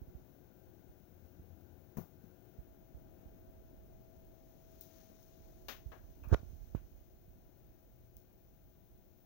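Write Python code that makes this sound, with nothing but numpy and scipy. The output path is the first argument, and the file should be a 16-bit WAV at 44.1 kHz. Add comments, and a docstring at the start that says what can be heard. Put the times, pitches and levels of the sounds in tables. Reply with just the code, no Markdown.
"""A quiet bedroom where a fan hums and a cat shifts and turns on the bed, close to a hand-held phone.
The cat's weight excites the damped modes of the mattress, and its coat rustles by friction on the
bedspread. A few small impacts click in the room, and two leave an object ringing.
The left microphone port is open to the room. The right one is covered by the hand, so it hears
the room muffled and picks up finger bumps, rumble and the stick-slip scrape of a fingertip."""
import sys
import numpy as np
from scipy import signal
from scipy.fft import rfft, irfft, next_fast_len
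from scipy.io import wavfile
from scipy.ndimage import map_coordinates

SR = 44100
rng = np.random.default_rng(int(sys.argv[2]) if len(sys.argv) > 2 else 0)


def dump_mix(stems):
    """Bounce the given channels to the path in sys.argv[1] as a 16-bit WAV at rate SR."""
    frames = np.atleast_2d(stems).T  # one column per channel
    limited = np.clip(frames, -1, 1)  # hard clip at full scale
    pcm = np.round(limited * 32767).astype(np.int16)
    wavfile.write(sys.argv[1], SR, pcm)


N = 407925
T = np.arange(N) / SR


def amp(db):
    """Amplitude ratio of a level in decibels."""
    return 10 ** (np.asarray(db) / 20)


def unit(x):
    """Normalisation to an rms of 1."""
    return x / np.sqrt(np.mean(x ** 2) + 1e-20)


def wobble(rate):
    """Smooth random modulation: a spline through `rate` Gaussian knots a second."""
    return map_coordinates(rng.standard_normal(int(N * rate / SR) + 4), [T * rate])


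def filtered(x, response):
    """Linear filtering: the spectrum of x times a frequency response."""
    size = next_fast_len(len(x) + 8192)
    return irfft(rfft(x, size) * response(np.fft.rfftfreq(size, 1 / SR)), size)[:len(x)]


def coloured(x, points):
    """Zero-phase filtering by (Hz, dB) points joined on a log frequency axis."""
    point_hz, db = np.transpose(points)
    return filtered(x, lambda hz: amp(np.interp(np.log(hz + 1), np.log(point_hz), db)))


def noise(points):
    """Spectrally shaped Gaussian noise of rms 1."""
    return unit(coloured(rng.standard_normal(N), points))


def band(x, low_hz, high_hz, order=2):
    """Causal band-pass filtering."""
    return signal.sosfilt(signal.butter(order, [low_hz, high_hz], "band", fs=SR, output="sos"), x)


def band_noise(low_hz, high_hz, length=N):
    """Band-limited noise of rms 1."""
    return unit(band(rng.standard_normal(length), low_hz, high_hz))


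def add(track, start_s, x):
    """Superposition of x on the track from start_s, or from zero if that is negative."""
    part = track[max(0, round(start_s * SR)):][:len(x)]
    part += x[:len(part)]


def tone(hz):
    """A sinusoid of rms 1 under slight random frequency modulation."""
    return np.sqrt(2) * np.sin(2 * np.pi * np.cumsum(hz + 1.2 * wobble(6)) / SR)


def loud_spot(base_db, gain_db, middle_s, half_s):
    """A room's sound field is uneven: amplitude swells and sinks as the phone crosses a loud spot."""
    return amp(base_db + gain_db * np.exp(-np.abs((T - middle_s) / half_s) ** 3.7))


# The fan's air rush. Each row: frequency in Hz, relative spectral density in dB.
RUSH_SPECTRUM = [(25, -18.5), (60, 0), (130, 0.5), (220, -2.5), (340, -2.5), (440, -9), (700, -11.5),
                 (1100, -26), (1300, -26), (1520, -24.5), (1850, -31), (4000, -37.5), (16000, -43)]
# The fan's hum. 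Each row: frequency in Hz, level in dB relative to the rush.
HUM_PARTIALS = [(362, -11), (530, -21.5), (815, -24.5)]

def fan():
    """Moving air gives broadband noise and two narrow bands; the motor and mains give discrete tones."""
    turn_s, fade_db_per_s = 3.02, 0.87  # rush and hum fade as the phone turns away
    rush_db = -58 - fade_db_per_s * np.maximum(T - turn_s, 0)
    waver = lambda: amp(0.7 * wobble(4))
    rush = amp(rush_db) * waver() * noise(RUSH_SPECTRUM)
    drone = loud_spot(-70.5, gain_db=11.5, middle_s=1.52, half_s=0.76) * band_noise(76.2, 95)
    hum = sum(amp(rush_db + db) * waver() * tone(hz) for hz, db in HUM_PARTIALS)
    whine = loud_spot(-76.5, gain_db=11, middle_s=4.5, half_s=2) * waver() * tone(651)
    hollow = loud_spot(-93.5, gain_db=11.5, middle_s=1.4, half_s=2.5) * band_noise(1376, 1610)
    mains = loud_spot(-73.5, gain_db=11, middle_s=8.05, half_s=0.22) * tone(120)
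    return rush + drone + hollow + hum + whine + mains


# Finger pushes on the covered port. Each row: time in seconds, peak level in dB, contact time in ms.
FINGER_PUSHES = [(.007, -37, 3.4), (.08, -42.5, 4), (.149, -36.5, 4.7), (0.679, -54, 5),
                 (0.893, -46.5, 5.2), (1.161, -58, 6.1), (1.395, -42, 3.2), (2.18, -53, 5),
                 (2.584, -38, 7.9), (2.945, -40.5, 7.1), (3.255, -44.5, 7.6), (5.404, -45.5, 4.1),
                 (5.856, -33, 9.9), (5.978, -50, 6.6), (6.271, -33.5, 5.5), (6.3158, -19, 4.3),
                 (6.326, -11.5, 3.2), (6.3289, -16, 0.76), (6.3465, -16, 0.28), (6.432, -39.5, 1.4),
                 (6.529, -39, 6.1), (6.7494, -22.5, 1.1), (6.769, -39, 2.4), (6.815, -44, 4.4),
                 (7.28, -47, 6.4), (8.16, -49.5, 6.7)]
# How hard the hand works on the case. Each row: time in seconds, rumble level in dB.
GRIP_LEVELS = [(0, -66), (2.45, -91), (2.7, -63.5), (3.8, -57), (4.9, -65.5), (6.1, -52), (6.5, -44),
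               (6.9, -55.5), (7.7, -63), (9.25, -64)]
# The grip's rumble. Each row: frequency in Hz, relative spectral density in dB.
RUMBLE_SPECTRUM = [(15, -29.5), (30, -6.5), (46, 1.5), (70, -4), (100, -11), (160, -29), (300, -35),
                   (1000, -63), (4000, -100)]

def hand():
    """Fingers compress the air in the covered port, over the structure-borne rumble of the grip."""
    pushes, t = np.zeros(N), np.arange(SR // 4) / SR
    lead_s = 0.016
    for time_s, db, contact_ms in FINGER_PUSHES:
        pressure = np.exp(-np.abs(t - lead_s) * 1000 / contact_ms) * t / lead_s
        # the microphone's bass cut turns the pulse into a short swing; a longer contact is duller
        swing = band(pressure, low_hz=50.4, high_hz=1500 / contact_ms, order=4)
        add(pushes, time_s - lead_s, amp(db) * swing / np.abs(swing).max())
    grip_db = np.interp(T, *np.transpose(GRIP_LEVELS))
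    return pushes + amp(grip_db + 2 * wobble(19)) * noise(RUMBLE_SPECTRUM)


# The cat's weight lands on the mattress. Each row: start in seconds, strength in dB.
CAT_LANDINGS = [(1.970, -37), (1.984, -33), (2.239, -49.5), (5.099, -57), (8.162, -69)]
# The bed's modes. Each row: frequency in Hz, relative level in dB, time to decay by 60 dB in seconds.
BED_MODES = [(76.4, -18, 0.16), (137, -6.5, 0.14), (171, -1.5, 0.19), (207.5, 7, 0.047), (364, -9.5, 0.11),
             (452, -2, 0.031)]

def mattress():
    """Free vibration after impact: each landing excites the heavily damped modes of the padded bed."""
    out, t = np.zeros(N), np.arange(SR // 2) / SR
    attack = 1 - np.exp(-t / 0.00096)
    for start_s, db in CAT_LANDINGS:
        thud = sum(amp(mode_db + rng.normal(0, 1) - 60 * t / t60) * np.sin(2 * np.pi * hz * t)
                   for hz, mode_db, t60 in BED_MODES)
        add(out, start_s, amp(db) * attack * thud)
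    return out


# Small clicks and knocks. Each row: start in seconds, level of the body in dB, its lower and upper
# band limits in Hz, level of the bright edge in dB, gain of the first snap over those levels in dB.
SMALL_IMPACTS = [(1.9703, -45, 296, 910, -57.5, 12.5), (2.239, -73, 550, 1480, -82, 18),
                 (4.811, -66, 3720, 5200, -60, 18.5), (5.095, -59, 230, 650, -95, 5),
                 (5.229, -84, 3700, 5200, -74, 24), (5.684, -39, 149, 3580, -53, 9),
                 (5.917, -48.5, 180, 1380, -81, -1), (6.237, -56, 494, 1310, -72, 15),
                 (6.287, -70, 500, 1300, -73, 21), (6.3433, -62, 1300, 2430, -86, 40),
                 (6.751, -58.5, 300, 1870, -84, 14), (8.168, -92, 3300, 4500, -69.5, 21)]

def clicks():
    """Direct sound and reverberation: a snap, then a dense tail, in a body band and a bright edge."""
    out, t = np.zeros(N), np.arange(SR // 2) / SR
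    snap_t60, body_t60, edge_t60 = 0.0027, 0.25, 0.3  # seconds
    tail = lambda t60: amp(-60 * t / t60) * (1 - np.exp(-t / 0.0011))
    for start_s, body_db, low_hz, high_hz, edge_db, snap_db in SMALL_IMPACTS:
        snap = amp(snap_db - 60 * t / snap_t60)
        body = amp(body_db) * (snap + tail(body_t60)) * band_noise(low_hz, high_hz, len(t))
        edge = amp(edge_db) * (snap + tail(edge_t60)) * band_noise(4000, 15000, len(t))
        add(out, start_s, body + edge)
    return out


# The coat brushes the bedspread as the cat sits down, then bends to groom.
# Each row: time of the peak in seconds, level in dB, rise and fall time constants in seconds.
COAT_STROKES = [(4.92, -67.5, 0.47, 1), (6.55, -74.5, 0.69, 0.73)]
# The hiss of fur on cloth. Each row: frequency in Hz, relative spectral density in dB.
FUR_SPECTRUM = [(400, 2), (1600, -3), (2800, -5), (4500, -2), (6500, -1.5), (9000, -6.5), (12000, -6.5),
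                (16000, -16)]

def coat():
    """Sliding friction: fibres catch unevenly, and the incoherent strokes add in power."""
    stir_db = -83  # the faint rustle between strokes
    strokes = [amp(db) * np.exp(np.minimum((T - peak_s) / rise_s, (peak_s - T) / fall_s))
               for peak_s, db, rise_s, fall_s in COAT_STROKES]
    level = np.sqrt(amp(stir_db) ** 2 + np.sum(np.square(strokes), axis=0))
    catching = amp(0.72 * wobble(12) + 0.84 * wobble(270))
    return level * catching * noise(FUR_SPECTRUM)


# Knocks that leave a small object ringing. Each row: start in seconds, level in dB, pitch in Hz.
RINGING_KNOCKS = [(5.919, -59.5, 1620), (6.231, -61.5, 2500)]

def ringing_objects():
    """Damped resonance: a narrow, rough band of noise decays exponentially after a knock."""
    out, t = np.zeros(N), np.arange(SR // 2) / SR
    half_width, t60 = 0.056, 0.3  # share of the pitch; seconds
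    for start_s, db, hz in RINGING_KNOCKS:
        ring = band_noise(hz * (1 - half_width), hz * (1 + half_width), len(t))
        add(out, start_s, amp(db - 60 * t / t60) * ring)
    return out


# A fingertip slides across the case, ever harder until it slips off.
# Each row: time of the slip in seconds, level at the slip in dB, build-up time in seconds.
FINGER_SLIDES = [(6.345, -27, 0.063), (6.754, -46, 0.0094)]
# The scrape of skin. Each row: frequency in Hz, relative spectral density in dB.
SCRAPE_SPECTRUM = [(60, -6), (200, -4), (350, 8), (520, 2.5), (720, -3), (1150, -9), (1500, -5.5),
                   (2200, -29.5), (4000, -25), (6500, -27.5), (9000, -32), (16000, -54)]

def fingertip():
    """Stick-slip friction: skin moves over the case in spurts, giving a scrape and a fine sizzle."""
    build_db, release_db_per_s = 41.5, 3800
    force = sum(amp(db + np.minimum(build_db * (T - slip_s) / build_s, release_db_per_s * (slip_s - T)))
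                for slip_s, db, build_s in FINGER_SLIDES)
    spurts = force * amp(2.1 * wobble(300))
    scrape = spurts * noise(SCRAPE_SPECTRUM)
    sizzle = spurts * amp(-36) * band_noise(10300, 12500)
    return scrape, sizzle


def echo(x, t60):
    """Dense reflections: convolution with a unit-energy noise tail that falls 60 dB in t60 seconds."""
    t = np.arange(SR // 2) / SR
    tail = rng.standard_normal(len(t)) * amp(-60 * t / t60) * (1 - np.exp(-t / 0.0058))
    return signal.fftconvolve(x, tail / np.linalg.norm(tail))[:N]


def delayed(x, ms):
    """Propagation delay: a phase lag proportional to frequency."""
    return filtered(x, lambda hz: np.exp(-2j * np.pi * hz * ms / 1000))


# The responses of the open and the covered port. Each row: frequency in Hz, gain in dB.
OPEN_RESPONSE = [(2500, -0.5), (4000, 0), (4800, -3), (6400, 5), (7300, -5), (8400, -13.5), (10000, -4.5),
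                 (12000, 2.5), (14300, 3.5), (15000, 21), (15600, 18.5)]
COVERED_RESPONSE = [(60, -11), (200, -17.5), (500, -22), (1200, -21.5), (3800, -66), (6000, -26),
                    (8400, -35), (11500, -9), (16000, -13)]
# The covered microphone's self-noise. Each row: frequency in Hz, relative spectral density in dB.
SELF_NOISE_SPECTRUM = [(30, 29), (300, 9), (800, 8.5), (1500, 6), (4000, 1.5), (5500, -4), (8400, -9),
                       (10000, -5), (12000, 1.5), (15600, 0.5)]

def scene():
    """Airborne and structure-borne paths superpose at the open left port and the covered right one."""
    ticks = clicks() + ringing_objects()
    touch = hand()
    scrape, sizzle = fingertip()
    # handling noise passes through the case to the open port, and the walls reflect it
    handling = amp(-26) * band(touch, 77.4, 1800) + amp(-1) * scrape
    walls = amp(-12) * band(echo(handling, t60=0.29), 1490, 15000, order=1)
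    room = fan() + mattress() + ticks + coat() + walls
    open_hiss = amp(-78) * rng.standard_normal(N)
    left = coloured(delayed(room, ms=0.324) + handling + open_hiss, OPEN_RESPONSE)
    # the room reaches the covered port directly and by short detours
    muffled = coloured(amp(-2.5) * room + amp(-7.5) * echo(room, t60=0.028), COVERED_RESPONSE)
    # clicks and wall reflections also bounce in through the gaps between the fingers
    leak = band(echo(amp(-16.5) * ticks + amp(-3) * walls, t60=0.017), 930, 3940)
    skin = amp(-2) * band(scrape, 650, 3800) + sizzle
    right = muffled + leak + touch + skin + amp(-75) * noise(SELF_NOISE_SPECTRUM)
    return np.array([left, right])


def record(dry):
    """Band limiting: the phone passes nothing above its cutoff frequency."""
    return np.array([filtered(channel, lambda hz: hz < 15850) for channel in dry])


dry = scene()
out = record(dry)
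dump_mix(out)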